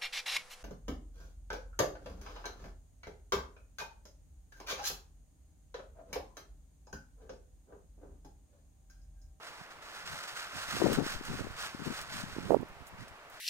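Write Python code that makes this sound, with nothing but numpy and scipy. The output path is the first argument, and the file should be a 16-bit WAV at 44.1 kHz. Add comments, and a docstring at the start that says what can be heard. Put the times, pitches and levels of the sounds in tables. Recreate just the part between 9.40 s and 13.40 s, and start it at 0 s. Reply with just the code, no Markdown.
"""Cut branches are dragged over the ground and shoved onto a brush pile, some way off in an open vineyard.
Each tug sets off a dense crackle of twigs over a woody scrape; a few twigs snap.
Gusts shed eddies that thump on the left and right microphone ports in turn,
over a low breeze rumble and a faint outdoor hush. The treble fizzes briefly a few times."""
import sys
import numpy as np
from scipy import signal
from scipy.fft import rfft, irfft
from scipy.io import wavfile

SR = 44100
rng = np.random.default_rng(int(sys.argv[2]) if len(sys.argv) > 2 else 0)


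def store_wav(level_fs):
    """Save 16-bit WAV to argv[1]."""
    pcm = np.round(np.clip(np.atleast_2d(level_fs), -1, 1) * 32767)
    wavfile.write(sys.argv[1], SR, pcm.T.astype(np.int16))


N = 176400
TIME = np.arange(N) / SR
BINS_HZ = np.fft.rfftfreq(N, 1 / SR)


def amp(db):
    """Decibels to gain."""
    return 10 ** (np.asarray(db) / 20)


def unit(x):
    """Scales to rms 1."""
    return x / np.sqrt(np.mean(x ** 2) + 1e-20)


def spectrum(points):
    """Interpolates a table over log frequency at every bin."""
    hz, value = np.transpose(points)
    return np.interp(np.log(BINS_HZ + 1), np.log(hz), value)


def colour(x, points):
    """Filters by a spectrum table; unity power gain for white noise."""
    return irfft(rfft(x) * unit(amp(spectrum(points))), N)


def band(x, hz, octaves):
    """Bell-shaped bandpass; unity power gain for white noise."""
    bell = np.exp(-.5 * (np.log2((BINS_HZ + 1) / hz) / octaves) ** 2)
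    return irfft(rfft(x) * unit(bell), N)


def wander(hz):
    """Lowpassed noise, rms 1."""
    return unit(irfft(rfft(rng.standard_normal(N)) / (1 + (BINS_HZ / hz) ** 4), N))


def add(mix, start_s, sound):
    """Mixes a sound in at start_s."""
    part = mix[..., max(round(start_s * SR), 0):][..., :sound.shape[-1]]
    part += sound[..., :part.shape[-1]]


def clicks(per_s, spread_db):
    """Three trains of tiny clicks, mostly weak, a few strong."""
    size = amp(spread_db * np.minimum(rng.exponential(1, (3, N)), 5))
    polarity = rng.choice([-1, 1], (3, N))
    return unit(size * polarity * (rng.random((3, N)) < per_s / SR))


# Rustle common to both ports: freq_hz, power_fraction
RUSTLE_COHERENCE = [(1300, 0.92), (2500, 0.8), (15000, 0.37)]
# Port balance: freq_hz, left_minus_right_db
PORT_BALANCE = [(700, 1.5), (1300, -5), (2150, 4.5), (2600, -6), (3500, 0), (4800, -3), (15000, 0.5)]
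def at_ports(three, coherence, left_lag_s=0.00013):
    """Row 0 arrives direct, right port first; rows 1 and 2 are scattered sound, one per port."""
    shared, spectra = np.clip(coherence, 0, 1), rfft(three)
    pair = np.sqrt(shared) * spectra[0] + np.sqrt(1 - shared) * spectra[1:]
    pair[0] *= np.exp(-2j * np.pi * BINS_HZ * left_lag_s)
    return irfft(pair * amp(np.outer([.5, -.5], spectrum(PORT_BALANCE))), N)


# Tugs on the branches: start_s, rise_s, hold_s, level_db
BRANCH_TUGS = [(0.0, 0.041, 0.046, -59), (0.1, 0.024, 0.12, -64.5), (0.298, 0.0083, 0.0068, -63),
               (0.415, 0.011, 0.083, -61.5), (0.485, 0.084, 0.031, -56), (0.648, .012, 0.19, -54.5),
               (0.87, 0.011, 0.011, -50.5), (0.936, 0.039, 0.052, -50.5), (1.119, 0.047, 0.073, -50.5),
               (1.246, 0.062, 0.089, -46.5), (1.396, 0.024, 0.098, -50.5), (1.517, 0.013, 0.017, -43.5),
               (1.609, 0.056, 0.071, -48), (1.818, 0.045, 0.018, -53), (1.875, 0.061, 0.067, -55),
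               (2.154, 0.034, 0.076, -49.5), (2.419, .03, 0.024, -53.5), (2.48, 0.065, 0.053, -51.5),
               (2.663, 0.083, 0.065, -51), (2.812, 0.098, 0.21, -61), (3.571, 0.028, 0.025, -64),
               (3.91, 0.018, .09, -66.5)]
# Twigs trailing between tugs: time_s, level_db
TWIG_TRAIL = [(.38, -76), (.7, -61.5), (1.4, -56.5), (1.8, -62), (2.85, -61), (3.12, -69), (3.25, -90)]
def drag_level_db(fade_db_per_s=262):
    """Each tug swells, holds and dies away over the steady trailing."""
    power = amp(np.interp(TIME, *np.transpose(TWIG_TRAIL))) ** 2
    for start_s, rise_s, hold_s, level_db in BRANCH_TUGS:
        t = TIME - start_s
        attack = np.clip(t / rise_s, 0, 1)
        fade_db = fade_db_per_s * np.maximum(t - rise_s - hold_s, 0)
        power += (attack * amp(level_db - fade_db)) ** 2
    return 10 * np.log10(power)


CRACKS_PER_S, CRACK_SPREAD_DB = 5000, 3.5
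# Twig crackle: freq_hz, gain_db
CRACKLE_SPECTRUM = [(300, -76), (1500, -0.5), (4100, 3.5), (6800, -1.5), (8900, -4.5), (9900, -7),
                    (14000, -11), (16000, -18)]
# Woody scrape: freq_hz, gain_db
SCRAPE_SPECTRUM = [(100, -45), (600, -6.5), (950, -4.5), (1450, 2.5), (2100, -5), (3100, -9.5), (5000, -13),
                   (12000, -35.5)]
def branches(crackle_gain_db=4.5, scrape_gain_db=6, scrape_follow=0.78, pivot_db=-45):
    """Thin twigs crackle in clumps while the thicker wood scrapes along."""
    drag_db = drag_level_db()
    clump_db = wander(hz=89)
    cracks = clicks(CRACKS_PER_S, CRACK_SPREAD_DB) * amp(crackle_gain_db + drag_db + clump_db)
    scrape_db = scrape_gain_db + pivot_db + scrape_follow * (drag_db - pivot_db)
    rubs = clicks(per_s=5000, spread_db=2) * amp(scrape_db + clump_db)
    rustle = colour(cracks, CRACKLE_SPECTRUM) + colour(rubs, SCRAPE_SPECTRUM)
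    return at_ports(rustle, spectrum(RUSTLE_COHERENCE))


# Distant outdoor background: freq_hz, gain_db
AIR_SPECTRUM = [(200, -12.5), (620, -2), (1400, -2.5), (2200, -7), (3500, -14.5), (15000, -31)]
def air(level_db=-54, coherent_below_hz=2500):
    """Smooth hush of open country, alike at both ports only below the treble."""
    hush = colour(rng.standard_normal((3, N)), AIR_SPECTRUM)
    coherence = 0.94 / (1 + (BINS_HZ / coherent_below_hz) ** 2)
    return amp(level_db) * at_ports(hush, coherence)


# Breeze strength: time_s, level_db
BREEZE_LEVELS = [(1.12, -65), (1.45, -45), (2.05, -46.5), (2.25, -56.5), (3.15, -50), (3.35, -56),
                 (3.65, -55), (3.85, -70)]
# Breeze rumble: freq_hz, gain_db
RUMBLE_SPECTRUM = [(20, 0.5), (150, -5), (300, -14.5), (600, -26), (2000, -51)]
def breeze(lump_db=5.5, lump_hz=24.8):
    """Lumpy low rumble, independent at each port."""
    lumps = np.array([amp(lump_db * wander(lump_hz)) for _ in range(2)])
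    rumble = unit(colour(lumps * rng.standard_normal((2, N)), RUMBLE_SPECTRUM))
    return rumble * amp(np.interp(TIME, *np.transpose(BREEZE_LEVELS)))


def port_gains(port, leak_db=-24):
    """Wind on one port barely reaches the other."""
    return amp([[0], [leak_db]] if port == "left" else [[leak_db], [0]])


def eddy(hz, cycles):
    """A swirl passing a port: a pressure dip balanced by two smaller crests, centred in 0.1 s."""
    turns = hz * (TIME[:SR // 10] - 1 / 20)
    window = 1 / np.cosh(np.minimum(abs(2 * turns / cycles), 20))
    wave = -np.cos(2 * np.pi * turns)
    return window * (wave - np.average(wave, weights=window))


# Hardest eddies: centre_s, level_db, pitch_hz, half_length_cycles, port
PORT_BUFFETS = [(0.216, -38, 145, 0.55, "right"), (1.369, -20.5, 334, 0.39, "right"),
                (1.4184, -10, 480, 0.36, "left"), (1.4244, -13, 370, 1.34, "left"),
                (1.443, -14, 363, 1.2, "left"), (1.459, -16, 540, 0.54, "left"),
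                (1.4644, -13.5, 540, 1.1, "left"), (1.587, -14.5, 224, 0.59, "left"),
                (1.666, -23, 298, 0.6, "left"), (1.812, -25, 252, 0.39, "left"),
                (1.9945, -26, 400, 0.67, "right"), (2.0702, -26.5, 414, 0.62, "left"),
                (2.3492, -25, 220, 0.44, "left"), (2.8398, -28, 198, 0.84, "left"),
                (2.966, -26.5, 314, 0.54, "right"), (2.986, -20.5, 270, 0.54, "right"),
                (3.1073, -4.5, 520, 0.47, "right"), (3.1222, -7.5, 487, 0.38, "right"),
                (3.131, -11.5, 450, 0.37, "right"), (3.1462, -6.5, 527, 0.92, "right"),
                (3.1683, -14.5, 360, 0.8, "right"), (3.2314, -24, 396, 0.63, "right")]
def buffets():
    """Single hard eddies thump on one port."""
    out = np.zeros((2, N))
    for centre_s, level_db, pitch_hz, cycles, port in PORT_BUFFETS:
        add(out, centre_s - 1 / 20, amp(level_db) * port_gains(port) * eddy(pitch_hz, cycles))
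    return out


# Breaking twigs, thinner ones higher: start_s, level_db, centre_hz
TWIG_SNAPS = [(0.676, -28.5, 2190), (1.531, -25.5, 6000), (1.852, -36.5, 7000), (2.615, -31.5, 5000),
              (3.211, -48, 10000), (3.286, -49, 13000), (3.469, -41, 5200), (3.681, -40.5, 4800),
              (3.9, -45, 9500)]
def snaps(decay_s=0.0013, shiver_peak_s=0.0055, shiver_db=-13.5):
    """A twig breaks with a sharp crack; its neighbours shiver just after."""
    out, t = np.zeros((3, N)), TIME[:SR // 10]
    shiver = amp(shiver_db) * t / shiver_peak_s * np.exp(1 - t / shiver_peak_s)
    envelope = np.exp(-t / decay_s) + shiver
    for start_s, level_db, centre_hz in TWIG_SNAPS:
        crack = np.zeros_like(out)
        add(crack, start_s, .5 * amp(level_db) * envelope * rng.standard_normal((3, len(t))))
        out += band(crack, centre_hz, octaves=1.1)
    return at_ports(out, spectrum(RUSTLE_COHERENCE))


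EDDIES_PER_S, EDDY_SPREAD_DB, EDDY_SPREAD_OCTAVES = 900, 2.5, 0.7
EDDY_REF_HZ, EDDY_REF_DB, DB_PER_OCTAVE = 242.5, -35, 18.5
# Gusts on the ports: centre_s, half_length_s, level_db, port
PORT_GUSTS = [(.72, 0.058, -49, "left"), (1.166, 0.034, -46.5, "right"), (1.361, 0.046, -39.5, "right"),
              (1.45, 0.036, -25.5, "left"), (1.509, 0.039, -27.5, "left"), (1.604, 0.033, -27.5, "left"),
              (1.928, 0.033, -35.5, "left"), (2.008, .014, -34.5, "right"), (2.05, 0.015, -39.5, "left"),
              (2.412, 0.023, -38.5, "left"), (2.472, 0.014, -30.5, "left"), (2.514, 0.014, -33.5, "left"),
              (2.791, 0.1, -45.5, "left"), (3.071, 0.075, -39, "right"), (3.131, 0.025, -23, "right"),
              (3.186, 0.05, -35, "right"), (3.61, 0.026, -44, "right")]
def gusts(pitch_count=16):
    """Each gust sheds a random run of eddies; stronger gusts shed faster, higher ones."""
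    out, t = np.zeros((2, N)), np.arange(-SR // 4, SR // 4) / SR
    for centre_s, half_s, level_db, port in PORT_GUSTS:
        swell = np.exp(-.5 * (t / half_s) ** 2 * (1 + (t / half_s) ** 2 / 2))
        centre_octaves = (level_db - EDDY_REF_DB) / DB_PER_OCTAVE
        run = np.zeros((2, len(t)))
        for deviation in np.linspace(-2, 2, pitch_count):
            hz = EDDY_REF_HZ * 2 ** (centre_octaves + EDDY_SPREAD_OCTAVES * deviation)
            hits = rng.random(run.shape) < EDDIES_PER_S / pitch_count / SR
            sizes = amp(EDDY_SPREAD_DB * rng.standard_normal(run.shape))
            eddies = signal.fftconvolve(hits * sizes, eddy(hz, cycles=0.77)[None], "same", axes=1)
            run += np.exp(-deviation ** 2 / 2) * eddies
        run = (run - run.mean(1, keepdims=True)) * swell
        run *= np.sqrt(np.sum(swell ** 2) / (np.sum(run ** 2, 1, keepdims=True) + 1e-12))
        add(out, centre_s - 1 / 5, amp(level_db) * port_gains(port) * run[:, SR // 20:])
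    return out


def wind(flutter_db=-17):
    """Gusts and buffets, roughened by fine turbulence that follows their pressure."""
    pressure = gusts() + buffets()
    flutter = band(pressure * rng.standard_normal((2, N)), hz=827, octaves=0.39)
    return pressure + amp(flutter_db) * flutter


# Bursts of treble crackle: centre_s, half_length_s, level_db
TREBLE_FIZZES = [(1.538, .011, -48), (3.12, 0.032, -60), (3.48, 0.011, -58), (3.945, .025, -67)]
def fizzes():
    """Short, bright bursts of crackle near 10 kHz, one during the hardest wind thump."""
    swell = sum(amp(level_db) * np.exp(-.5 * ((TIME - centre_s) / half_s) ** 2)
                for centre_s, half_s, level_db in TREBLE_FIZZES)
    crackle = band(clicks(CRACKS_PER_S, CRACK_SPREAD_DB) * swell, hz=10200, octaves=0.51)
    return at_ports(crackle, spectrum(RUSTLE_COHERENCE))


def scene():
    """Branches, wind and background, in stereo."""
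    return branches() + snaps() + fizzes() + wind() + breeze() + air()


def record(dry, cutoff_hz=15800):
    """Steep lowpass on the top treble."""
    lowpass = signal.firwin(511, cutoff_hz, window=("kaiser", 9), fs=SR)
    return signal.oaconvolve(dry, lowpass[None], "same")


dry = scene()
out = record(dry)
store_wav(out)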